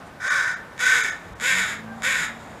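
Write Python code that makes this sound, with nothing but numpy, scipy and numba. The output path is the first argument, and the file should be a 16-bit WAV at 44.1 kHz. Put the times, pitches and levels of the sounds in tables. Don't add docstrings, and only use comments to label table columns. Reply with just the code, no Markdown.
import sys
import numpy as np
from scipy import signal
from scipy.fft import rfft, irfft
from scipy.io import wavfile
from scipy.ndimage import uniform_filter1d, minimum_filter1d
from numba import njit

SR = 44100
rng = np.random.default_rng(int(sys.argv[2]) if len(sys.argv) > 2 else 0)


def boost_factor(decibels):
    exponent = np.asarray(decibels, float) / 20
    return 10 ** exponent


def wrap_up_sound(samples):
    columns = np.atleast_2d(samples).T
    tamed = np.clip(columns, -1, 1)
    steps = np.round(tamed * 32767).astype(np.int16)
    wavfile.write(sys.argv[1], SR, steps)


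N = 114660

# (frequency [Hz], level per Hz [dB])
TOWN_SPECTRUM = [(18, -47), (30, -0.5), (216, 1.5), (355, -6.5), (754, 1.5), (837, -0.5), (1000, -3),
                 (2770, -22.5), (15000, -33.5)]
# (time [s], level [dB], frequency [Hz], length [s])
RUSTLES = [
    (0.073, -58, 7200, 0.015),
    (0.027, -44.5, 1170, 0.019),
]
# (time [s], effort [dB], pitch [Hz])
CAWS = [
    [(.195, -44.5, 330.9), (.205, -31.5, 393.4), (.23, -26.5, 519.4), (.3, -20.5, 576.5),
     (.38, -22.5, 543.6), (.46, -25, 492.6), (.52, -27.5, 443), (.57, -44, 420.5)],
    [(.784, -43.5, 299.6), (.792, -29.5, 361.9), (.812, -19.5, 492.9), (.87, -18, 522.8),
     (.94, -18.5, 491.9), (1.03, -23, 430.3), (1.09, -27.5, 400.4), (1.14, -42.5, 374.9)],
    [(1.403, -44.5, 298.3), (1.409, -30.5, 370.8), (1.43, -22, 470.8), (1.48, -21.5, 535.3),
     (1.6, -23, 465.7), (1.69, -28.5, 419.2), (1.735, -31.5, 394.6), (1.77, -49, 372.6)],
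    [(2.026, -43, 297.8), (2.032, -25, 398), (2.05, -22, 491.4), (2.09, -21.5, 544.5), (2.18, -25, 478.6),
     (2.25, -27, 433.1), (2.28, -41.5, 412.8), (2.31, -44, 390)],
]
# (facing the microphone [0-1], beak opening [0-1], pure-tone level [dB])
POSES = [
    (0., 0.14, -23.5),
    (.6, 0.49, -21.5),
    (1., 0.97, -21.5),
    (1., 0.96, -22.5),
]
# (frequency [Hz], width [Hz], level [dB], gain when facing [dB], rise with open beak [Hz])
RESONANCES = [(1150, 540, -17.5, -1.5, 32), (1510, 121, -4.5, -4.5, 95), (1753, 76, -7, -1, 28),
              (1997, 103, -21, 5, 56), (2254, 213, -16.5, 7, 44), (3420, 700, -23.5, 8, 21),
              (3770, 334, -21, 8, 0), (5116, 920, -20.5, 1.5, -150), (6318, 680, -22.5, 10, 509),
              (7326, 1160, -22.5, 7.5, 96), (9600, 1400, -28, 7.5, 29), (10890, 1100, -34, 11.5, 21),
              (13000, 2800, -35.5, 9, 2)]
# (period jitter [share], pulse size scatter [dB], long-short period step [share])
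RAGGEDNESS = [
    (.085, 2., .03),
    (.075, 2., .04),
    (.04, 1.8, .06),
    (.045, 1.8, .05),
]
# (time [s], level [dB])
SNAPS = [
    (.202, -35),
    (.7785, -28),
    (.794, -26),
    (1.3993, -26),
    (1.408, -27),
    (2.0212, -24),
]
# (delay [s], level [dB])
NEAR_ECHOES = [
    (.00267, -10),
    (.00533, -12),
    (.0093, -14),
]
WALL_LAGS = np.array([709, 941, 1193, 1489, 1831, 2143, 2531, 2953])
# (time [s], firing rate [Hz], level [dB])
ENGINE_REVS = [(1.15, 42, -62), (1.3, 44, -50), (1.47, 45, -54), (1.52, 46.3, -43), (1.62, 47, -43),
               (1.67, 50, -53), (1.76, 53.5, -46), (1.85, 55.3, -40), (1.95, 56.5, -44), (2.05, 57, -46),
               (2.22, 57.5, -46), (2.26, 57, -56), (2.3, 56.5, -41), (2.38, 57.5, -50), (2.6, 55, -62)]
# (order [1], level [dB])
ENGINE_ORDERS = [(1, -13), (2, -9), (3, -8), (4, 0), (5, -14)]
# (time [s], pitch [Hz], level [dB], fourth-partial level [dB])
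FAR_CALL = [
    (1.84, 386, -70, 8),
    (1.87, 387, -64, 9),
    (1.905, 396, -54, 6),
    (1.92, 394, -50, 6),
    (1.945, 391, -51, 2),
    (1.96, 390, -51, -14),
    (2.03, 376, -48, -16),
    (2.05, 370, -68, -16),
]
# (time [s], partials kept within this of the local top [dB],
# nothing above [Hz], fill-in noise level [dB], untouched below [Hz])
THIN_MOMENTS = [(.276, 3, 15000, -90, 9500), (.295, 4, 4200, -36, 0), (.555, 4, 6800, -54, 150),
                (1.025, 4, 15000, -33, 0), (1.11, 4, 15000, -40, 100), (1.345, 12, 3900, -90, 0)]
# (time [s], low edge [Hz], high edge [Hz], level [dB])
SIDE_NOISES = [(.505, 5000, 6500, -50), (.505, 7400, 9200, -53), (.735, 4100, 5300, -66),
               (.735, 11500, 14500, -70), (.993, 8800, 10500, -50), (1.805, 6700, 9100, -60),
               (1.805, 14400, 15300, -72)]


def level(x, db):
    return x * boost_factor(db) / np.sqrt(np.mean(x ** 2))


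def curve(rows, column):
    rows = np.array(rows, float)
    return np.interp(np.arange(N) / SR, rows[:, 0], rows[:, column])


def walk(rate):
    k = int(SR / rate)
    held = np.repeat(rng.standard_normal(N // k + 1), k)
    return 1.28 * uniform_filter1d(uniform_filter1d(held, k), k)[:N]


@njit
def resonator(x, hz, width):
    y, b, l = np.empty(len(x)), 0., 0.
    for i in range(len(x)):
        g, k = np.tan(np.pi * hz[i] / SR), width[i] / hz[i]
        v = (b + g * (x[i] - l)) / (1 + g * (g + k))
        b, l, y[i] = 2 * v - b, l + 2 * g * v, k * v
    return y


def band(x, hz, width):
    hz = np.clip(hz + np.zeros(len(x)), 20, .45 * SR)
    width = 1.55 * width + np.zeros(len(x))
    return resonator(resonator(x, hz, width), hz, width)


def town():
    t = np.arange(N) / SR
    rumble, swell, table = 0, walk(0.27), np.array(TOWN_SPECTRUM)
    for hz in 30 * 2 ** np.arange(0, 9.1, .5):
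        db = np.interp(np.log(hz), np.log(table[:, 0]), table[:, 1]) + .7 * swell + walk(8)
        db = db + np.tanh(4 * (t - 1.1)) * (hz < 1500)
        rumble = rumble + boost_factor(db) * band(rng.standard_normal(N), hz, hz / 1.84)
    out = level(rumble, -42)
    for s, db, hz, length in RUSTLES:
        rustle = level(band(rng.standard_normal(N), hz, hz * 0.46), db)
        out = out + rustle * np.exp(-((t - s) / length) ** 2)
    whine_hz, whine_db, whine_start_s = 8300, -72, 2.42
    whine = np.sin(2 * np.pi * whine_hz * t) * (t > whine_start_s)
    return out + boost_factor(whine_db + 2.4 * walk(20)) * whine


@njit
def fire(hz, stretch, size):
    pulses, phase, p, k = np.zeros(len(hz) + 1), np.empty(len(hz)), 0., 0
    for i in range(len(hz)):
        step = hz[i] * stretch[k] / SR
        p += step
        if p >= 1:
            p, k = p - 1, k + 1
            pulses[i] += size[k] * p / step
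            pulses[i + 1] += size[k] * (1 - p / step)
        phase[i] = p
    return pulses[:-1], phase


def throat_source(hz, effort, which):
    cycles = np.arange(N // 20)
    cycle_start = np.searchsorted(np.cumsum(hz) / SR, cycles).clip(0, N - 1)
    jitter, scatter_db, step = np.array(RAGGEDNESS)[which[cycle_start]].T
    length_chance, size_chance = rng.standard_normal((N // 20, 2)).T
    stretch = np.exp(jitter * length_chance + step * (-1) ** cycles)
    pulses, phase = fire(hz, stretch, boost_factor(scatter_db * size_chance))
    puffs = np.exp(-phase / .3) * rng.standard_normal(N)
    growl_db = .9 * walk(70)
    source = (level(pulses, 0) + level(puffs, -7)) * boost_factor(growl_db) * effort
    for s, db in SNAPS:
        start = int(s * SR)
        source[start:start + 5] += 6 * boost_factor(db) * np.hanning(5)
    return source


def throat_and_beak(source, hz, effort, facing, beak):
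    follow_pitch, beak_widens, quiet_dulls = 0.56, 0.52, 0.2
    glide = 1 + follow_pitch * beak ** 3 * (np.maximum(hz, 430) / 505 - 1)
    dull = np.clip(effort * boost_factor(24.5), 0, 1) ** (quiet_dulls * (1 - facing))
    voice = 0
    for k, (f, width, db, facing_db, rise) in enumerate(RESONANCES):
        centre = (f + rise * beak) * (glide if k < 5 else 1)
        ring = band(source, centre, width * (1 + beak_widens * beak * (0 < k < 5)))
        gain = boost_factor(db + facing_db * facing) * np.sqrt(SR / 5 / width) * (dull if k > 6 else 1)
        sign = (-1) ** (k - (k > 1) - (k > 10))
        voice = voice + sign * gain * ring
    return voice


def pure_tone(hz, effort, beak, tone_db):
    wobble = .012 * (7 - 6 * beak) * walk(60)
    turns = 2 * np.pi * np.cumsum(hz * (1 + wobble)) / SR
    tone = np.sin(turns) + boost_factor(-2.5) * beak * np.sin(2 * turns)
    tone = tone * boost_factor(tone_db - 20.0 + 2.8 * walk(40.24))
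    return tone * np.clip(effort * boost_factor(23), 0, 1) ** 3.2


def crow():
    rows = [row for caw in CAWS for row in caw]
    hz, effort = curve(rows, 2), boost_factor(curve(rows, 1))
    effort = effort * np.clip(effort * boost_factor(42), 0, 1) ** 3
    starts = [caw[0][0] - .02 for caw in CAWS]
    which = np.clip(np.searchsorted(starts, np.arange(N) / SR) - 1, 0, 3)
    facing, beak, tone_db = np.array(POSES)[which].T
    source = throat_source(hz, effort, which)
    voice = throat_and_beak(source, hz, effort, facing, beak)
    return voice, pure_tone(hz, effort, beak, tone_db)


@njit
def walls(x, lags, gain, damp):
    line, soft, out = np.zeros((8, 8192)), np.zeros(8), np.zeros(len(x))
    for i in range(len(x)):
        total = 0.
        for k in range(8):
            soft[k] += (1 - damp) * (gain[k] * line[k, (i - lags[k]) & 8191] - soft[k])
            total += soft[k]
            out[i] += soft[k] * (1 - 2 * (k % 2))
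        for k in range(8):
            line[k, i & 8191] = x[i] + soft[k] - total / 4
    return out


def yard(bird):
    t60_s, ringing_db, damping = 0.43, -7.5, .45
    ringing = walls(bird, WALL_LAGS, boost_factor(-60 * WALL_LAGS / SR / t60_s), damping)
    bounces = sum(boost_factor(db) * np.roll(bird, int(s * SR)) for s, db in NEAR_ECHOES)
    return bird + bounces + boost_factor(ringing_db) * ringing


def engine():
    t = np.arange(N) / SR
    turns = 2 * np.pi * np.cumsum(curve(ENGINE_REVS, 1) * (1 + 0.0014 * walk(11.87))) / SR
    turn_db = 9 * uniform_filter1d(1. * ((t > 2.07) & (t < 2.24)), size=1500)
    hum = 0
    for k, db in ENGINE_ORDERS:
        order_db = db + 2.5 * walk(14) + turn_db * ((k == 3) - (k == 4))
        order_db = order_db - 12 * (k == 3) * (t > 2.25)
        hum = hum + np.sin(k * turns) * boost_factor(order_db)
    thump_s, thump_db, thump_hz, thump_t60_s = 1.295, -36, 62, .35
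    since = np.maximum(t - thump_s, 0)
    knock = np.sin(2 * np.pi * thump_hz * since) + np.sin(2 * np.pi * 1.7 * thump_hz * since)
    thump = boost_factor(thump_db) * knock * (1 - np.exp(-since / .012))
    thump = thump * np.exp(-np.log(1000) * since / thump_t60_s)
    return 1.36 * hum * boost_factor(curve(ENGINE_REVS, 2)) + thump


def far_bird():
    turns = 2 * np.pi * np.cumsum(curve(FAR_CALL, 1)) / SR
    call_db, bright = curve(FAR_CALL, 2), boost_factor(curve(FAR_CALL, 3))
    stack = np.sin(2 * turns) + boost_factor(-8) * np.sin(3 * turns) + bright * np.sin(4 * turns)
    return np.sqrt(2) * stack * boost_factor(walk(40) + 3 + call_db - 60 * (call_db < -67))


def scene():
    rumble = town()
    bird, tone = crow()
    mono = rumble + yard(bird) + tone + engine() + far_bird()
    return np.array([mono, mono])


def thin_out(x):
    size = 1500
    y, hz = x.copy(), np.arange(size // 2 + 1) * SR / size
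    window = np.clip(1.1 * np.hanning(size) ** 2, 0, 1)
    for s, keep_db, top_hz, fill_db, from_hz in THIN_MOMENTS:
        a = int(s * SR) - size // 2
        bins = rfft(x[:, a:a + size] * window)
        strength = np.abs(bins)
        local_top = -minimum_filter1d(-strength, size=41, axis=1)
        lost = (strength < local_top * boost_factor(-keep_db)) | (hz > top_hz)
        lost = lost & (np.abs(hz - 1800) > 600) & (hz > from_hz)
        fill = irfft(rfft(rng.standard_normal(size)) * (np.abs(hz - 6590) < 350))
        y[:, a:a + size] += level(fill, fill_db) * window ** 2 - irfft(bins * lost)
    for s, low_hz, high_hz, db in SIDE_NOISES:
        a = int(s * SR) - size // 2
        noise = irfft(rfft(rng.standard_normal(size)) * (hz > low_hz) * (hz < high_hz))
        y[:, a:a + size] += level(noise, db) * np.sqrt(window) * np.array([[1], [-1]])
    return y


def band_limit(x):
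    return signal.sosfilt(signal.butter(12, 15290, fs=SR, output="sos"), x)


def record(dry):
    x = signal.sosfilt(signal.butter(2, 47.4, "high", fs=SR, output="sos"), dry)
    x = signal.sosfilt(signal.ellip(8, .2, 60, 15300, fs=SR, output="sos"), x)
    mix = thin_out(x)
    return band_limit(mix)


dry = scene()
out = record(dry)
wrap_up_sound(out)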